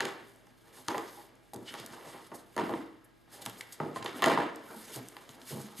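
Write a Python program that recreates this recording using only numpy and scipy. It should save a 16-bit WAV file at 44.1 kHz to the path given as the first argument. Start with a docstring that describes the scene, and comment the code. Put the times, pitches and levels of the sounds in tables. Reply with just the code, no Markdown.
"""Craft table, hands and adhesive strip

Place: a bare room with humming lamps, a faint whine and air hiss; hands lay adhesive strip on a card at a table.
Near the two capsules, a little to the right: roll and scissors knock damped table modes, and soft presses
strike the same modes. Strip and blades tick and scuff as noise bursts; fingers and sleeves swish and drag as
flickering noise with crackles. Further off, the room answers with decaying noise echoes.
The microphone notches out three narrow bands; the treble ends in a steep top cut."""
import sys
import numpy as np
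from scipy import signal
from scipy.io import wavfile

SR = 44100
rng = np.random.default_rng(int(sys.argv[2]) if len(sys.argv) > 2 else 0)


def level_to_linear(level):
    """Convert decibel levels to linear amplitude factors, elementwise."""
    exponent = np.asarray(level, float) / 20
    return 10 ** exponent


def dump_mix(stems):
    """Bounce the given channels to the path in sys.argv[1] as a 16-bit WAV at rate SR."""
    frames = np.atleast_2d(stems).T  # one column per channel
    limited = np.clip(frames, -1, 1)  # hard clip at full scale
    pcm = np.round(limited * 32767).astype(np.int16)
    wavfile.write(sys.argv[1], SR, pcm)


N = 255780
BAND_EDGES_HZ = 30 * 2 ** np.arange(0, 9.1, .5)
RING_MIDDLE_HZ = 600


def rms_one(x):
    """Scale to an rms of 1."""
    return x / np.sqrt(np.mean(x ** 2) + 1e-20)


def at_hz(points, hz, column=1):
    """Read a table column at a frequency, straight between points on a log frequency axis."""
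    table = np.array(points)
    return np.interp(np.log(hz), np.log(table[:, 0]), table[:, column])


def bands():
    """Half-octave band-passes with their centres."""
    for low, high in zip(BAND_EDGES_HZ, BAND_EDGES_HZ[1:]):
        yield np.sqrt(low * high), signal.butter(2, [low, high], "band", fs=SR, output="sos")


def drift(rate_hz):
    """Random wander of rms 1: noise through two equal low-pass poles, computed every 40 samples."""
    r = np.exp(-80 * np.pi * rate_hz / SR)
    noise = rng.standard_normal(N // 40 + 2002)
    slow = rms_one(signal.lfilter([1], [1, -2 * r, r * r], noise)[2000:])
    return np.interp(np.arange(N) / 40, np.arange(len(slow)), slow)


def pair(mid, side, alike):
    """Left and right from two signals with a given likeness."""
    alike = np.clip(alike, 0, 1)
    return np.sqrt((1 + alike) / 2) * mid + np.sqrt((1 - alike) / 2) * side * np.array([[1], [-1]])


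def sides(pan_db):
    """Left and right gains; positive leans left."""
    return level_to_linear(np.multiply.outer([.5, -.5], pan_db))


def damped_resonance(hz, t60, blows):
    """A two-pole resonator: each impulse becomes a sine that dies 60 dB in t60 seconds."""
    r, w = level_to_linear(-60 / (t60 * SR)), 2 * np.pi * hz / SR
    return signal.lfilter([0, np.sin(w)], [1, -2 * r * np.cos(w), r * r], blows)


def burst(hz, spread, rise_ms, decay_ms):
    """A puff of noise around one pitch, the top of its envelope 60 ms in; peak 1."""
    ms = np.arange(4500) / SR * 1000 - 60
    rise = np.exp(-(ms / max(rise_ms, .05)) ** 2)
    decay = np.exp(-np.abs(ms) / max(decay_ms, .15))
    shape = np.where(ms < 0, rise, decay)
    first_touch = np.arange(len(ms)) == np.argmax(shape)
    grains = rng.standard_normal(len(ms)) + 2.5 / (1 + rise_ms) * first_touch   # first touch is the hardest
    spread = max(spread, 1.03)
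    edges = np.clip([hz / spread, hz * spread], 300, 18000)
    puff = signal.sosfilt(signal.butter(2, edges, "band", fs=SR, output="sos"), grains * shape)
    return puff / np.abs(puff).max()


def add(out, s, sound):
    """Mix a burst in with the top of its envelope at s seconds."""
    at = round((s - .06) * SR)
    out[..., max(at, 0):at + sound.shape[-1]] += sound[..., max(-at, 0):N - at]


# room tone and hiss by frequency: f/Hz, relative level/dB per Hz
AIR_SPECTRUM = [(18, -38), (30, -18), (118, -3), (359, -6), (442, -10), (1340, -18), (1700, -20),
                (2500, -16.5), (2700, -20.5), (7030, -30), (11500, -42), (14500, -18)]
# how alike the two capsules hear the air: f/Hz, left-right likeness
AIR_LIKENESS = [(60, 0.092), (180, 0.019), (540, 0.022), (1610, 0.25), (4800, 0.93), (14400, 0.17)]
# lamp hum tones: f/Hz, rms level/dB, lead of the left capsule/turns
LAMP_HUM = [(45, -78, 0.13), (115.4, -72.5, 0.14), (256, -77, 0.3), (338, -74.5, 0.27), (620, -79, 0.73),
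            (820, -78.5, 0.3), (1200, -83, 0.34), (1640, -81, 0.087)]
AIR_DB = -65.5
WHINE_HZ, WHINE_PEAK_DB = 11348, -93


def air():
    """Room tone and microphone hiss as banded noise, with wavering sines for the lamps and one steady whine."""
    white, hiss = rng.standard_normal((2, 2, N)), 0
    for k, (hz, sos) in enumerate(bands()):
        mid, side = signal.sosfilt(sos, white[k % 2])
        level = level_to_linear(at_hz(AIR_SPECTRUM, hz) + 0.25 * drift(3.7))
        hiss = hiss + level * pair(mid, side, at_hz(AIR_LIKENESS, hz))
    t, hum = np.arange(N) / SR, 0
    for hz, level_db, lead in LAMP_HUM:
        turns = hz * t + rng.random() + np.array([[lead], [0]])
        hum = hum + level_to_linear(level_db + 1.0 * drift(4.1)) * np.sqrt(2) * np.sin(2 * np.pi * turns)
    whine = level_to_linear(WHINE_PEAK_DB) * np.sin(2 * np.pi * WHINE_HZ * t)
    return level_to_linear(AIR_DB) * rms_one(hiss) + hum + whine


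def friction(spectrum, tilt_db, patchy_db, grain_db):
    """Dense grains of uneven size through flickering bands; brought to rms near 1 before the tilt about 6 kHz."""
    grains = rng.standard_normal((2, N)) * level_to_linear(grain_db * drift(96))
    out, power, together = 0, 0, drift(16.0)
    for k, (hz, sos) in enumerate(bands()):
        if spectrum[0][0] < hz < spectrum[-1][0]:
            gain = level_to_linear(at_hz(spectrum, hz) + patchy_db * (together + drift(10.0)))
            band = gain * signal.sosfilt(sos, grains[k % 2])
            out = out + band * level_to_linear(tilt_db * np.log2(hz / 6000))
            power = power + np.mean(band ** 2)
    return out / np.sqrt(power)


CRACKLES_PER_S, CRACKLE_SPREAD_DB = 60, 3.5


def crackle():
    """Sparse snaps of paper and glue, each dying 60 dB within seven cycles of one of eight pitches."""
    sizes_db = CRACKLE_SPREAD_DB * np.minimum(rng.exponential(1, N), 3)
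    snaps_at = rng.random(N) < CRACKLES_PER_S / SR
    sizes = level_to_linear(sizes_db) * snaps_at
    dealt, out = rng.integers(0, 8, N), 0
    for k, hz in enumerate(np.geomspace(800, 5000, num=8)):
        out = out + damped_resonance(hz, 7.0 / hz, sizes * (dealt == k) + 1e-18)
    return out


# skin and wool sliding: t/s, swish on paper level/dB, drag through the table level/dB
RUBBING = [(0.0, -59, -37.5), (0.3, -65, -64.5), (0.52, -72, -70.5), (0.97, -54, -57), (1.24, -58, -65.5),
           (1.322, -73.5, -64.5), (1.58, -70, -72), (1.71, -54.5, -50), (2.23, -57, -58.5), (2.4, -72, -69),
           (2.73, -56.5, -60), (3.0, -78.5, -68.5), (3.27, -76.5, -76), (3.33, -59, -61),
           (3.47, -53.5, -54.5), (3.56, -59.5, -58.5), (3.84, -62, -60.5), (4.05, -62, -50.5),
           (4.38, -55, -34), (4.54, -67, -53), (4.728, -52, -59.5), (4.899, -50.5, -52), (5.12, -59.5, -60),
           (5.389, -63, -60.5), (5.617, -47.5, -54), (5.8, -67, -59.5)]
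# colour of the swish on paper: f/Hz, relative level/dB per Hz
SWISH_SPECTRUM = [(470, -82), (800, -25.5), (1350, -14), (2500, -9.5), (4080, -8.5), (5570, -10),
                  (6350, -7.5), (11300, -8), (14000, -3)]
# colour of the drag on the table: f/Hz, relative level/dB per Hz
DRAG_SPECTRUM = [(47, -63), (80, -31), (108, -7.5), (308, 4.5), (343, 3.5), (1930, -5.5), (2580, -13.5),
                 (3000, -11), (3900, -49), (6600, -120)]
SWISH_TILT_DB, TILT_PER_DB = -3.5, 0.3805   # dB per octave; brighter as the swish outweighs the drag
CRACKLE_DB = 4.5   # against the drag
JOLT_SWISH_DB, JOLT_DRAG_DB, JOLT_TILT_DB = -26.5, -12.5, -10   # dB against the ring (two), dB per octave
JOLT_REACH_OCTAVES = 1.77   # bright knocks shake out more swish


def rubbing():
    """Fingers and sleeves swish on paper, drag and crackle on the table; knocks jolt loose things into a slide."""
    s, *columns = np.transpose(RUBBING)
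    swish_db, drag_db = [np.interp(np.arange(N) / SR, s, c) for c in columns]
    tilt_db = SWISH_TILT_DB + TILT_PER_DB * (swish_db - drag_db)
    swish = level_to_linear(swish_db) * friction(SWISH_SPECTRUM, tilt_db, patchy_db=1.3, grain_db=1.8)
    shaken = friction(SWISH_SPECTRUM, JOLT_TILT_DB, patchy_db=1.2, grain_db=3.0)
    shaken = level_to_linear(JOLT_SWISH_DB) * jolt(JOLT_REACH_OCTAVES) * shaken
    drag_level = np.hypot(level_to_linear(drag_db), level_to_linear(JOLT_DRAG_DB) * jolt(0))
    drag = drag_level * friction(DRAG_SPECTRUM, 0, patchy_db=3.0, grain_db=0.0)
    return swish + level_to_linear(drag_db + CRACKLE_DB) * crackle() + shaken + drag


# the bare room's echoes: f/Hz, t60/s, level/dB, left-right likeness
ROOM = [(71, 1, -21, 0.1), (130, 0.39, -5, 1), (270, 0.58, -3, 0.9), (1100, 0.55, -3.5, 0.46),
        (2000, 0.77, -7, 0.26), (3110, 0.54, -6, 0.87), (9000, 0.22, -11, 1)]


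def room(x):
    """Echoes as noise that sets in after 3 ms, thickens over 4.8 ms and dies band by band."""
    t = np.arange(SR) / SR
    white, echoes = rng.standard_normal((2, 2, SR)), 0
    for k, (hz, sos) in enumerate(bands()):
        t60 = at_hz(ROOM, hz, column=1)
        mid, side = signal.sosfilt(sos, white[k % 2]) * level_to_linear(-60 * t / t60) / np.sqrt(t60 * SR / 14)
        echoes = echoes + level_to_linear(at_hz(ROOM, hz, column=2)) * pair(mid, side, at_hz(ROOM, hz, column=3))
    echoes = echoes * np.clip((t - .003) / 0.0048, 0, 1)
    return signal.fftconvolve(x[None], echoes, axes=1)[:, :N]


# roll and scissors striking the table, levels before colouring:
# t/s, click level/dB (2 dB is added), ring level/dB at the ring middle, ring tilt/dB per octave
KNOCKS = [(0.0054, -16.5, -32, 9.5), (0.053, -19, -62, 17.5), (0.469, -46, -61.5, 6.5),
          (0.6812, -42, -61, 3), (0.88, -28, -42, -7), (0.8836, -12.5, -31, 5), (0.905, -29, -41.5, 1),
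          (0.915, -36, -39, -0.5), (0.9454, -35, -31, 0.5), (0.9566, -41, -47, -4),
          (0.9803, -22.5, -34.5, 4), (1.457, -61, -60, -2), (1.534, -46, -46.5, -2), (1.74, -25, -41, 5),
          (1.75, -50, -45, 6.5), (1.7989, -24.5, -52, -10), (1.9024, -45, -60, 7), (1.933, -47, -47.5, 1),
          (2.0692, -42, -47.5, -4), (2.144, -45, -48, -2), (2.3166, -56, -40, 0), (2.5648, -25.5, -32, 0),
          (2.578, -31, -28.5, 2.5), (2.588, -43, -31.5, 2.5), (2.594, -52, -32.5, 0.5),
          (2.599, -46, -41, 4), (2.6057, -48, -32.5, -4), (2.616, -48, -38, 5), (2.6935, -34, -31, -1),
          (2.706, -46, -33.5, -4), (2.7373, -40, -36.5, 4.5), (3.463, -43, -41.5, 4),
          (3.4977, -46, -58, 10.5), (3.6098, -49, -63.5, 14.5), (3.801, -49, -31.5, 0.5),
          (3.9603, -35, -38, 4), (3.9635, -38, -39, -0.5), (3.97, -47, -41, 5), (4.025, -50, -44.5, 7.5),
          (4.047, -39, -37.5, -2), (4.057, -34, -37.5, 2.5), (4.0603, -25.5, -42, 11.5),
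          (4.083, -50, -42, -3), (4.2219, -13, -30, 7), (4.228, -32.5, -27, 6.5), (4.2407, -12, -26, 9),
          (4.2455, -30, -41, -4), (4.249, -25, -32, 4), (4.26, -12.5, -24, 3.5), (4.268, -29.5, -22.5, -2),
          (4.2742, -31.5, -28, 4.5), (4.284, -36, -29, -1.5), (4.298, -24, -28.5, 4.5),
          (4.313, -33, -29, 2), (4.375, -40, -25.5, 2.5), (4.386, -43, -28.5, -1.5), (5.167, -34.5, -51, 9),
          (5.2916, -30.5, -62.5, 12)]
# colour of plastic and steel edges: f/Hz, level/dB per Hz (half of it is applied)
CLICK_SPECTRUM = [(710, -43.5), (1200, 9.5), (4910, 5), (5550, -12), (6680, 6.5), (8910, -2.5), (12900, -2),
                  (14000, -59)]


def clicks():
    """The hard edge of each blow: noise decaying in half a millisecond, in the colour of plastic and steel."""
    out = np.full(N, 1e-18)
    for s, peak_db, *_ in KNOCKS:
        add(out, s, level_to_linear(peak_db + 2.0) * burst(5500, spread=2.05, rise_ms=0.026, decay_ms=0.51))
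    return sum(level_to_linear(.5 * at_hz(CLICK_SPECTRUM, hz)) * signal.sosfilt(sos, out)
               for hz, sos in bands() if hz > 1000)


# modes of the table top: f/Hz, relative level/dB, t60/s (15 ms at least is played)
TABLE_TOP = [(98.5, 1, 0.023), (115.6, -4, 0.08), (158, -13, 0.059), (223, -1.5, 0.059), (286.5, -14, 0.15),
             (325.5, -7, 0.13), (381, -2.5, 0.059), (462.7, -5, 0.076), (568, -11, 0.053), (629, -6, 0.068),
             (700, -11, 0.067), (824, -3, 0.039), (936.4, -5, 0.062), (1047, -4, 0.032),
             (1152, -1.5, 0.023), (1390, -3, 0.014), (1526, -18, 0.012), (1723, -6, 0.032),
             (1920, -4.5, 0.023), (2010, -8.5, 0.011), (2680, -5, 0.0083), (3080, -4, 0.014),
             (3484, -13.5, 0.034), (3966, -7, 0.016), (4260, -9, 0.013)]
KNOCK_SPREAD_CYCLES, PRESS_SPREAD_S = 1.1, .022
KNOCK_BEND_DB, PRESS_BEND_DB = 2.5, 2.5   # loss per squared octave away from the middle
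MODE_LEAN_DB = 3.5   # each ring of the wide table top leans left or right


def table_top():
    """Each blow strikes every mode afresh: a knock nearly at once, a press smeared over its soft contact."""
    rows = np.vstack([np.delete(KNOCKS, 1, axis=1), touches()])   # t/s, ring level/dB, tilt/dB per octave
    soft, out = np.arange(len(rows)) >= len(KNOCKS), np.zeros((2, N))
    scatter_db = rng.normal(0, 1.5, (len(rows), len(TABLE_TOP)))
    lag = rng.random(scatter_db.shape)
    signs = rng.choice([-1, 1], scatter_db.shape)
    lean = sides(rng.normal(0, MODE_LEAN_DB, scatter_db.shape))
    for k, (hz, level_db, t60) in enumerate(TABLE_TOP):
        blows = np.full((2, N), 1e-18)
        contact_s = np.where(soft, PRESS_SPREAD_S, KNOCK_SPREAD_CYCLES / hz)
        at = ((rows[:, 0] + lag[:, k] * contact_s) * SR).astype(int)
        octaves = np.log2(hz / RING_MIDDLE_HZ)
        bend_db = np.where(soft, PRESS_BEND_DB, KNOCK_BEND_DB) * octaves ** 2
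        strength_db = rows[:, 1] + rows[:, 2] * octaves - bend_db
        blows[:, at] = lean[:, :, k] * signs[:, k] * level_to_linear(strength_db + level_db + scatter_db[:, k])
        out += damped_resonance(hz, max(t60, .015), blows)
    return out


def jolt(octaves):
    """Envelope dying 60 dB in 0.45 s after each knock, by the strength of its ring that far above the middle."""
    kicks = np.full(N, 1e-18)
    for s, _, ring_db, tilt_db in KNOCKS:
        kicks[round(s * SR)] = level_to_linear(2 * (ring_db + tilt_db * octaves))   # power
    return np.sqrt(signal.lfilter([1], [1, -level_to_linear(-120 / (0.45 * SR))], kicks))


# blows that set one resonance of table, roll or handle ringing above the rest:
# t/s, f/Hz, level/dB before rise and decay, t60/s
HOLLOW_RINGS = [(.02, 398, -33.5, 0.2), (.888, 329, -32.5, 0.23), (0.906, 950, -33, 0.16),
                (0.9465, 1003, -32.5, .1), (.955, 746, -38, 0.076), (0.984, 326, -38, 0.1),
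                (1.172, 820, -48.5, 0.12), (1.534, 801.4, -36.5, 0.044), (2.582, 948, -28.5, 0.16),
                (2.606, 200, -36.5, 0.097), (2.632, 320, -31, 0.16), (2.735, 319.7, -31.5, 0.17),
                (2.79, 284, -32, .1), (3.459, 124.5, -45, 0.16), (3.801, 1260, -30.5, 0.039),
                (3.801, 153.6, -32, 0.17), (3.96, 1048, -31, 0.079), (4.223, 1053, -21, 0.047),
                (4.262, 213, -27.5, 0.16), (4.272, 650, -21, 0.067), (4.314, 319, -29, 0.17),
                (4.376, 996, -20.5, 0.043), (4.388, 292, -23.5, 0.088), (4.452, 320.6, -30.5, 0.14),
                (4.763, 219, -39.5, 0.14), (4.963, 124.9, -35.5, 0.21), (4.965, 407, -36, 0.064),
                (5.005, 260, -37.5, 0.092), (5.518, 132.6, -36.5, 0.31), (5.553, 207.5, -34, 0.15),
                (5.64, 209.9, -41.5, 0.26), (5.79, 208, -36, 0.089)]
HOLLOW_RISE_CYCLES = 0.57


def hollow_rings():
    """One damped tone per blow, swelling over the contact."""
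    out, t = np.zeros(N + SR), np.arange(SR // 2) / SR
    for (s, hz, level_db, t60), sign in zip(HOLLOW_RINGS, rng.choice([-1, 1], len(HOLLOW_RINGS))):
        rise = 1 - np.exp(-t * hz / HOLLOW_RISE_CYCLES)
        decay = level_to_linear(level_db - 60 * t / t60)
        at = round(s * SR)
        out[at:at + len(t)] += sign * rise * decay * np.sin(2 * np.pi * hz * t)
    return out[:N]


# hands pressing and objects settling, runs of touches too soft to click:
# t/s, length/s, first touch level/dB at the ring middle, tilt/dB per octave, loss/dB per touch
PRESSES = [(0.03, 0.099, -34, 0, 12), (0.769, 0.021, -49, 0, 2), (0.884, 0.1, -39.5, 1, 0),
           (1.172, .1, -50.5, 2, 3), (1.539, 0.092, -41.5, -5.5, 2.5), (1.768, 0.012, -48, -4, 0),
           (1.901, 0.0026, -60, -11, 2.5), (1.929, 0.28, -52, 5, 0), (2.326, 0.043, -40.5, -0.5, 8.5),
           (2.631, 0.037, -43, -7, 1), (2.718, 0.055, -38.5, -4.5, 1.5), (3.461, 0, -57, -12, 0),
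           (3.469, 0.019, -46, 2, 0), (3.802, 0.11, -34, -5, 2), (3.976, 0.033, -48, -7, -1),
           (4.084, 0.011, -53, 4, 0), (4.243, 0.13, -37, -4, 0.5), (4.387, 0.091, -31.5, 4, 2),
           (4.701, 0.02, -44, -1, 0), (4.957, 0.045, -39.5, -4, 7), (5.294, 0.015, -63.5, -15, 0),
           (5.507, 0.09, -41, -6, 0.5)]
TOUCH_GAP_S, TOUCH_JITTER = .02, .3   # jitter as a share of the gap


def touches():
    """Every touch of every press, 20 ms apart with jitter: t/s, level/dB, tilt/dB per octave."""
    rows = []
    for s, length, level_db, tilt_db, loss_db in PRESSES:
        for n in range(16):
            if n * TOUCH_GAP_S <= length:
                jitter = TOUCH_JITTER * rng.uniform(-0.99, 1) * (n > 0)
                rows.append((s + TOUCH_GAP_S * (n + jitter), level_db - loss_db * n, tilt_db))
    return np.array(rows)


# glue letting go and blades meeting: t/s, peak level/dB, f/Hz, decay/ms (0.15 ms at least is played)
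TICKS = [(0.296, -52.5, 6500, 2), (0.361, -43.5, 11100, 0.78), (1.354, -51, 11100, 1.5),
         (1.535, -30.5, 8000, 2.5), (1.543, -34, 9500, 2.22), (1.561, -36.5, 7000, 2),
         (1.862, -29.5, 6500, 1.7), (3.453, -33, 7000, 6.1), (3.462, -22, 4700, 0.6),
         (3.4619, -16, 3900, 0.12), (3.497, -31, 11000, 1.45), (3.546, -44, 9955, 1.33),
         (3.609, -29.5, 4150, 2.4), (3.723, -34.5, 7100, 16.6), (4.0265, -32.5, 3550, 2),
         (4.044, -35, 8000, 6.1), (4.559, -32.5, 9830, 1.1), (4.96, -26.5, 9000, 4),
         (5.086, -27, 8020, 0.45), (5.416, -40, 2570, 2.5)]
# strip, card and blades scuffing: t/s, peak level/dB, f/Hz, spread factor (1.03 at least is played), decay/ms
SCUFFS = [(0.786, -43, 5870, 4, 47), (1.091, -47, 4410, 1.46, 21), (1.69, -43, 2994, 0.95, 18),
          (1.755, -45, 3600, 1.3, 18.7), (1.8, -40, 3500, 1.7, 25), (1.94, -45.5, 3000, 3, 18),
          (2.099, -44.5, 4500, 2.2, 39), (2.151, -50.5, 1500, 1.54, 17), (1.69, -42, 3770, 1.9, 25),
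          (1.69, -36, 2260, 1.57, 9.8), (2.27, -49, 5150, 2.6, 6.7), (2.357, -40, 9000, 1.84, 13),
          (2.4, -48.5, 5940, 2.3, 20), (3.049, -52, 10800, 1.27, 4.8), (3.346, -41.5, 7960, 3.2, 19),
          (3.424, -35.5, 8040, 3.4, 6.9), (3.596, -41, 9900, 3, 19.6), (3.61, -32, 2000, 1.27, 1.35),
          (3.628, -48, 2110, 1.12, 10), (3.971, -41.5, 4900, 2.073, 17.5), (4.18, -41, 10300, 2.36, 26),
          (4.714, -46.5, 1400, 1.12, 28), (4.951, -33, 6940, 4.6, 26.5), (5.31, -46.5, 7080, 3.5, 15),
          (5.438, -51, 9940, 2.87, 22), (5.511, -33, 6718, 4.78, 35.7), (5.794, -34.5, 7790, 4.13, 21)]
TICK_RISE_SHARE, TICK_RISE_MAX_MS, TICK_SPREAD = 0.04, 0.36, 2.33   # rise over decay time, its ceiling
SCUFF_RISE_SHARE = 1.18   # rise time over decay time


def snaps():
    """Glue letting go, card flexing and blades closing: noise bursts, sudden for ticks and swelling for scuffs."""
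    out = np.zeros(N)
    for s, peak_db, hz, decay_ms in TICKS:
        rise_ms = min(TICK_RISE_SHARE * decay_ms, TICK_RISE_MAX_MS)
        add(out, s, level_to_linear(peak_db) * burst(hz, TICK_SPREAD, rise_ms, decay_ms))
    for s, peak_db, hz, spread, decay_ms in SCUFFS:
        add(out, s, level_to_linear(peak_db) * burst(hz, spread, SCUFF_RISE_SHARE * decay_ms, decay_ms))
    return out


WORK_PAN_DB, CAPSULE_LAG_SAMPLES = -0.63, 0.28   # the work lies a little to the right
RUBBING_LIKENESS = 0.99   # two hands rub in two places
LOW_CUT_HZ = 109.5   # low cut of the microphone, applied to the work and its echoes


def scene():
    """The work near the capsules, the room's answer to it, and the air."""
    rubs = rubbing()
    hands = pair(rubs, np.roll(rubs, shift=SR // 50), RUBBING_LIKENESS)
    near = table_top() + clicks() + snaps() + hollow_rings() + hands
    near = near * sides(np.array([WORK_PAN_DB]))
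    # the slope of the wave shifts it slightly: later on the left, earlier on the right
    near = near + CAPSULE_LAG_SAMPLES / 2 * np.gradient(near, axis=1) * [[-1], [1]]
    heard = near + room(near.mean(axis=0))
    low_cut = signal.butter(4, LOW_CUT_HZ, "high", fs=SR, output="sos")
    return signal.sosfilt(low_cut, heard) + air()


def band_limit(x):
    """A steep low-pass at the top of the band."""
    return signal.sosfilt(signal.butter(12, 14970, fs=SR, output="sos"), x)


# centres of the microphone's notches: f/Hz
NOTCH_HZ = [2540, 5760, 7270]
# their shapes in the same order: width/Hz, level/dB at the centre
NOTCH_SHAPE = [(220, -13), (360, -30), (280, -24)]
TOP_CUT_HZ = 13700


def record(dry):
    """A steep top cut, then the microphone's narrow notches, made by subtracting most of each resonance."""
    x = signal.sosfilt(signal.cheby2(16, 50, TOP_CUT_HZ, fs=SR, output="sos"), dry)
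    for hz, (width_hz, depth_db) in zip(NOTCH_HZ, NOTCH_SHAPE):
        resonance = signal.lfilter(*signal.iirpeak(hz, hz / width_hz, SR), x)
        x = x + (level_to_linear(depth_db) - 1) * resonance
    return band_limit(x)


dry = scene()
out = record(dry)
dump_mix(out)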